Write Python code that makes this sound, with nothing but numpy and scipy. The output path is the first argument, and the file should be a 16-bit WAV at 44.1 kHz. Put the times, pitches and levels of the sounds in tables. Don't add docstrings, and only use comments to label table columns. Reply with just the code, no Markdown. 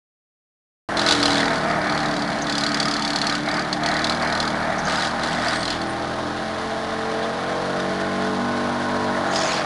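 import sys
import numpy as np
from scipy import signal
from scipy.fft import rfft, irfft, next_fast_len
from scipy.io import wavfile
from scipy.ndimage import map_coordinates

SR = 44100
rng = np.random.default_rng(int(sys.argv[2]) if len(sys.argv) > 2 else 0)


def dump_mix(stems):
    frames = np.atleast_2d(stems).T
    limited = np.clip(frames, -1, 1)
    pcm = np.round(limited * 32767).astype(np.int16)
    wavfile.write(sys.argv[1], SR, pcm)


N = 425565
TIME = np.arange(N) / SR
START_S = 0.888
LOADED_HZ = 36
# start in seconds, level in dB, ring pitch in Hz.
DISTINCT_BLOWS = [(0.97, -18, 4080), (1.063, -15.5, 4140), (1.087, -13, 3940), (1.109, -13, 4010),
                  (1.122, -11.5, 3870), (1.229, -13.5, 4330), (1.256, -12, 4090), (2.496, -19.5, 4180),
                  (2.58, -16.5, 4730), (2.636, -17, 3940), (2.8, -14.5, 4520), (3.159, -16, 4400),
                  (3.215, -16.5, 4260), (3.268, -17, 4400), (3.728, -18, 4370), (4.043, -17.5, 4020),
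                  (4.096, -17, 4170), (4.401, -17.5, 4180), (5.234, -22, 4130), (5.703, -18.5, 4230),
                  (5.815, -27.5, 4460), (7.8, -28.5, 3770), (9.358, -17.5, 5000)]


def amp(db):
    return 10 ** (np.asarray(db) / 20)


def unit(x):
    return x / np.sqrt(np.mean(x ** 2) + 1e-20)


def curve(rows):
    return np.interp(TIME, *np.transpose(rows))


def wobble(rate_hz):
    knots = rng.standard_normal(int(N * rate_hz / SR) + 4)
    coarse_s = TIME[::32]
    return np.interp(TIME, coarse_s, map_coordinates(knots, [coarse_s * rate_hz]))


def filtered(x, response):
    size = next_fast_len(N + SR // 4)
    return irfft(rfft(x, size) * response(np.fft.rfftfreq(size, 1 / SR)), size)[:N]


def noise(spectrum):
    hz, db = np.transpose(spectrum)
    colour = lambda f: amp(np.interp(np.log(f + 1), np.log(hz), db))
    return unit(filtered(rng.standard_normal(N), colour))


def resonances(modes, hz):
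    return np.sqrt(sum(amp(db) ** 2 / (1 + ((hz - centre) / width) ** 2) ** 2
                       for centre, width, db in modes))


def machine(speed_hz, turns, force_db):
    # frequency in Hz, relative density in dB.
    rumble_spectrum = [(22, -60), (40, -21), (80, -22), (115, -5), (165, 5), (230, 3), (310, 5.5),
                       (400, -4.5), (550, -28), (900, -48)]
    roar_spectrum = [(300, -17.5), (520, -11), (660, 1), (730, -6), (800, 0), (880, -7.5), (1550, -7.5),
                     (1850, -10), (2600, -31.5), (4500, -41)]
    hiss_spectrum = [(1500, -4), (2600, -0.5), (3500, 3), (4400, 1.5), (5300, -4), (6300, -7.5),
                     (7800, -15), (10500, -15.5), (12000, -92)]
    # time in seconds, level in dB.
    roar_levels = [(.9, -26), (2, -26), (3, -33.5), (4.2, -26), (5.3, -27.5), (6.3, -31), (7.5, -29.5),
                   (8.8, -30), (9.35, -25)]
    rumble_db = -34 - 0.78 * (speed_hz - LOADED_HZ) + force_db
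    hiss_db = -39.5 + 0.2342 * (speed_hz - LOADED_HZ)
    clatter_db = 1.23 * np.cos(2 * np.pi * 3 * turns) + wobble(120)
    pulse_db = 1.5 * np.cos(2 * np.pi * turns)
    rumble = amp(rumble_db) * unit(noise(rumble_spectrum) * amp(pulse_db))
    roar_db = curve(roar_levels) + 0.17 * wobble(6.4)
    roar = amp(roar_db) * unit(noise(roar_spectrum) * amp(clatter_db))
    hiss = amp(hiss_db) * unit(noise(hiss_spectrum) * amp(1.28 * clatter_db))
    return rumble + roar + hiss


def squeaks(width_hz=1000, grit_db=4):
    # centre in seconds, half-length in seconds, pitch in Hz, level in dB.
    rubs = [(2.428, 0.018, 6340, -35.5), (4.794, 0.022, 5850, -32), (4.865, 0.031, 6200, -37),
            (5.585, 0.13, 8350, -43.5), (5.724, 0.095, 3140, -36), (5.905, 0.046, 9250, -47),
            (7.231, 0.039, 3460, -35), (9.397, 0.068, 5015, -38), (9.427, 0.22, 6650, -36),
            (9.52, 0.22, 2400, -33.5)]
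    band = lambda hz: 1 / (1 + (2 * hz / width_hz) ** 2)
    real, imag = (unit(filtered(rng.standard_normal(N), band)) for _ in range(2))
    modes = (real + 1j * imag) * unit(amp(grit_db * wobble(250)))
    out = np.zeros(N)
    for centre_s, half_s, hz, db in rubs:
        near = np.abs(TIME - centre_s) < half_s
        t = TIME[near] - centre_s
        envelope = amp(db) * np.cos(np.pi / 2 * t / half_s) ** 2
        out[near] += envelope * np.real(modes[near] * np.exp(2j * np.pi * hz * t))
    return out


def binding(attack_s=0.034, release_s=0.054):
    # start in seconds, length in seconds, knock in dB, grind in dB, return-stroke share 0-1.
    binds = [(0.977, .06, -23.5, -27, .6), (1.054, 0.098, -18.5, -23, 0.65),
             (1.178, 0.24, -21.5, -26.5, 0.59), (1.45, 0.14, -28.5, -29, 0.57), (1.624, 0.11, -35, -25, 1),
             (1.817, 0.25, -26.5, -28.5, 0.26), (2.094, 0.31, -27.5, -31.5, 0.24),
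             (2.47, 0.73, -20.5, -29, 0.14), (3.206, .13, -21, -25, 0.22), (3.459, 0.14, -24, -26, 0.06),
             (3.817, 0.29, -22, -28, 0.07), (4.202, 0.26, -24, -28, .05), (4.497, 0.27, -36, -30, .1),
             (4.868, 0.18, -26, -24.5, 0.98), (5.193, 0.35, -31.5, -30.5, 1), (5.426, .12, -26, -26, 0.6),
             (5.596, 0.082, -23, -45, 0), (9.325, 0.25, -27, -39, 0.9)]
    start_s, length_s, knock_db, grind_db, share = np.transpose(binds)[:, :, None]
    grip = np.clip((TIME - start_s) / attack_s + 0.5, 0, 1)
    grip *= np.exp(-np.maximum(TIME - start_s - length_s, 0) / release_s)
    knock = grip * amp(knock_db)
    wedged = (knock * share).sum(axis=0) / (knock.sum(axis=0) + 1e-9)
    return knock.max(axis=0), (grip * amp(grind_db)).max(axis=0), wedged


def scraping(knock, wedged, level_db=-7):
    # frequency in Hz, relative density in dB.
    spectrum = [(1800, -1.5), (3300, 10), (6000, -1), (8500, -4), (11500, -19)]
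    grit = amp(5 * wobble(300))
    return amp(level_db) * knock * wedged * unit(noise(spectrum) * grit)


def grinding(turns, grind, force_db, rough_db=1.5, stroke_db=2, patchy_db=3, free_db=-34.5):
    # frequency in Hz, half-width in Hz, relative level in dB.
    pile_modes = [(688, 42, 7.5), (779, 16, 3), (915, 33, 4), (1232, 47, 1.5), (1257, 90, -1.5),
                  (1478, 11, 5), (1536, 160, -5), (1814, 250, 1), (2240, 102, -6)]
    slips = rng.standard_normal(N) * amp(rough_db * wobble(220) + stroke_db * np.cos(2 * np.pi * turns))
    ringing = np.zeros(N)
    for mode in pile_modes:
        ringing += amp(patchy_db * wobble(6.8)) * filtered(slips, lambda hz: resonances([mode], hz))
    return np.hypot(grind, amp(free_db + force_db)) * unit(ringing)


def wall_ring(crashes, decay_s=0.012):
    # frequency in Hz, relative level in dB.
    wall_modes = [(3480, 26), (4050, 10), (4255, -28), (4480, -34), (4720, 23), (5006, 23.5)]
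    t = np.arange(SR // 10) / SR
    response = sum(amp(db) * np.sin(2 * np.pi * hz * t) for hz, db in wall_modes) * np.exp(-t / decay_s)
    return np.std(crashes) * unit(signal.fftconvolve(crashes, response)[:N])


def knocks(turns, knock, wedged, scatter_db=2.44, jitter_s=0.00055):
    blow_s, _, blow_hz = np.transpose(DISTINCT_BLOWS)
    contact_turns = np.unwrap(np.interp(blow_s, TIME, turns) % 1, period=1)
    half_stroke = np.floor(2 * (turns - np.interp(TIME, blow_s, contact_turns)))
    at = np.flatnonzero(np.diff(half_stroke) > 0) + 1
    chance = rng.standard_normal((len(at), 3))
    start_s = TIME[at] + jitter_s * chance[:, 0]
    gain = knock[at] * np.where(half_stroke[at] % 2, wedged[at], 1)
    db = 20 * np.log10(gain + 1e-9) + scatter_db * chance[:, 1]
    spread = 0.039 + 0.095 * wedged[at]
    hz = np.interp(start_s, blow_s, blow_hz) * np.exp(spread * chance[:, 2])
    clear_of_blows = np.abs(start_s[:, None] - blow_s).min(axis=1) > 0.007
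    return np.column_stack([start_s, db, hz])[clear_of_blows & (start_s > START_S)]


def clanks(turns, knock, wedged, attack_s=0.00042, decay_s=0.0058, tail_s=0.047):
    # frequency in Hz, relative density in dB.
    crash_spectrum = [(300, -11.5), (700, -52), (1750, -2), (2600, -4.5), (3500, 1), (4500, 2),
                      (5600, -0.5), (9000, -14), (11500, -18)]
    t = np.arange(SR // 10) / SR
    direct = (1 - np.exp(-t / attack_s)) * np.exp(-t / decay_s)
    tail = amp(-17) * (1 - np.exp(-t / decay_s)) * np.exp(-t / tail_s)
    crash_env = np.hypot(direct, tail)
    clink_env = 1.45 * (1 - np.exp(-t / 0.0008)) * np.exp(-t / 0.004)
    waver_rad = 1.05 * wobble(700)
    power, clinks = np.zeros(N), np.zeros(N)
    for start_s, db, hz in np.vstack([DISTINCT_BLOWS, knocks(turns, knock, wedged)]):
        first = round(start_s * SR)
        span = slice(first, first + len(t))
        size = len(power[span])
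        power[span] += (amp(db) * crash_env[:size]) ** 2
        clinks[span] += amp(db) * clink_env[:size] * np.sin(2 * np.pi * hz * t[:size] + waver_rad[span])
    crashes = np.sqrt(power) * noise(crash_spectrum)
    return amp(-1.5) * crashes + amp(2) * clinks + amp(-8) * wall_ring(crashes)


def swell_db(order, edge_s=0.18):
    # start in seconds, length in seconds, offset in dB, harmonic number.
    swells = [(1.102, 0.46, 8.5, 7), (1.16, 0.42, 10, 12), (1.847, 2.4, 3.5, 8), (3.804, 1.2, 5.5, 2),
              (5.6, 1.52, 3.5, 2), (3.756, .8, 4.5, 6), (5.854, 0.21, 8.5, 19), (6.55, 1.3, 6.5, 10),
              (7.1, .55, 7, 11), (7.11, 0.66, 9, 15), (7.7, 0.74, 4.5, 4), (7.695, 0.66, 4.5, 9),
              (8.203, 0.96, 6.5, 5), (8.45, 1.1, -1, 22), (8.3, .85, 5.5, 20)]
    offset_db = np.zeros(N)
    for start_s, length_s, db, harmonic in swells:
        if harmonic == order:
            inside_s = np.minimum(TIME - start_s, start_s + length_s - TIME)
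            offset_db += db * np.clip(inside_s / edge_s + 0.5, 0, 1)
    return offset_db


def hum(speed_hz, turns, force_db, dispersion_rad=1.3):
    # frequency in Hz, half-width in Hz, level in dB.
    boom_modes = [(37.6, 9.5, -48), (83, 8, -46.5), (99.3, 4.1, -39.5), (123, 7.9, -42), (139.6, 3, -42),
                  (153.5, 14, -39), (191.3, 9.8, -36), (218.8, 13, -35.5), (240, 6.3, -36.5),
                  (294.2, 21.5, -36), (332.4, 13.7, -36), (373, 8.3, -42.5)]
    frame_modes = [(334, 23, -0.5), (376, 7, -2.5), (444.5, 27, -3.5), (507.4, 15.4, -6), (592, 15.5, -1),
                   (650, 24.4, 0), (794, 22, -2), (920, 9, -9), (972, 11, -9), (1070, 25, -2),
                   (1500, 60, -9)]
    grid_hz = np.arange(SR // 8)
    boom = resonances(boom_modes, grid_hz)
    frame = resonances(frame_modes, grid_hz) + 0.039
    phase = lambda order: order * 2 * np.pi * (turns % 1) + dispersion_rad * order ** 2
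    unsteady = np.interp(speed_hz, [speed_hz.min(), speed_hz.max()], [0.057, 0.038])
    out = np.zeros(N)
    for order in range(1, 9):
        flutter_db = 1.6 * unsteady / unsteady.max() * wobble(12)
        gain = amp(force_db + swell_db(order) + flutter_db) * np.interp(order * speed_hz, grid_hz, boom)
        out += gain * np.sin(phase(order) + 0.3 * wobble(3))
    frame_db = -43.5 + 0.806 * (speed_hz - LOADED_HZ) + force_db
    for order in range(9, 32):
        drift_db = 2.5 * wobble(6.5)
        gain = amp(frame_db + swell_db(order) + drift_db) * frame[np.rint(order * speed_hz).astype(int)]
        out += gain * np.sin(phase(order) + unsteady * order * wobble(13))
    return np.sqrt(2) * out


def scene():
    # time in seconds, stroke rate in Hz.
    shaft_speeds = [(0.9, 42.2), (1.09, 42.1), (1.65, 38.7), (2.24, 36.5), (2.97, 36.2), (3.31, 36.4),
                    (3.58, 37.6), (3.72, 37.5), (4.14, 39.3), (4.94, 38.8), (6.28, 42.6), (6.63, 44.3),
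                    (7.19, 44.6), (7.82, 47.1), (8.24, 48.0), (9.06, 48.6), (9.55, 45.8), (9.65, 46.0)]
    # time in seconds, level in dB.
    forces = [(.9, -1), (1.27, 2.5), (1.8, 0.5), (3.8, -1), (5.2, -0.5), (6.6, -1), (7.9, 0), (9.65, 0)]
    speed_hz, force_db = curve(shaft_speeds), curve(forces)
    turns = np.cumsum(speed_hz) / SR
    knock, grind, wedged = binding()
    steel = clanks(turns, knock, wedged) + grinding(turns, grind, force_db)
    steel += scraping(knock, wedged) + squeaks()
    return (hum(speed_hz, turns, force_db) + steel + machine(speed_hz, turns, force_db))[None]


def record(dry, low_hz=32.0, top_hz=11250):
    gated = filtered(dry[0], lambda hz: hz ** 8 / (hz ** 8 + low_hz ** 8)) * (TIME > START_S)
    return filtered(gated, lambda hz: 1 / (1 + (hz / top_hz) ** 120))[None]


dry = scene()
out = record(dry)
dump_mix(out)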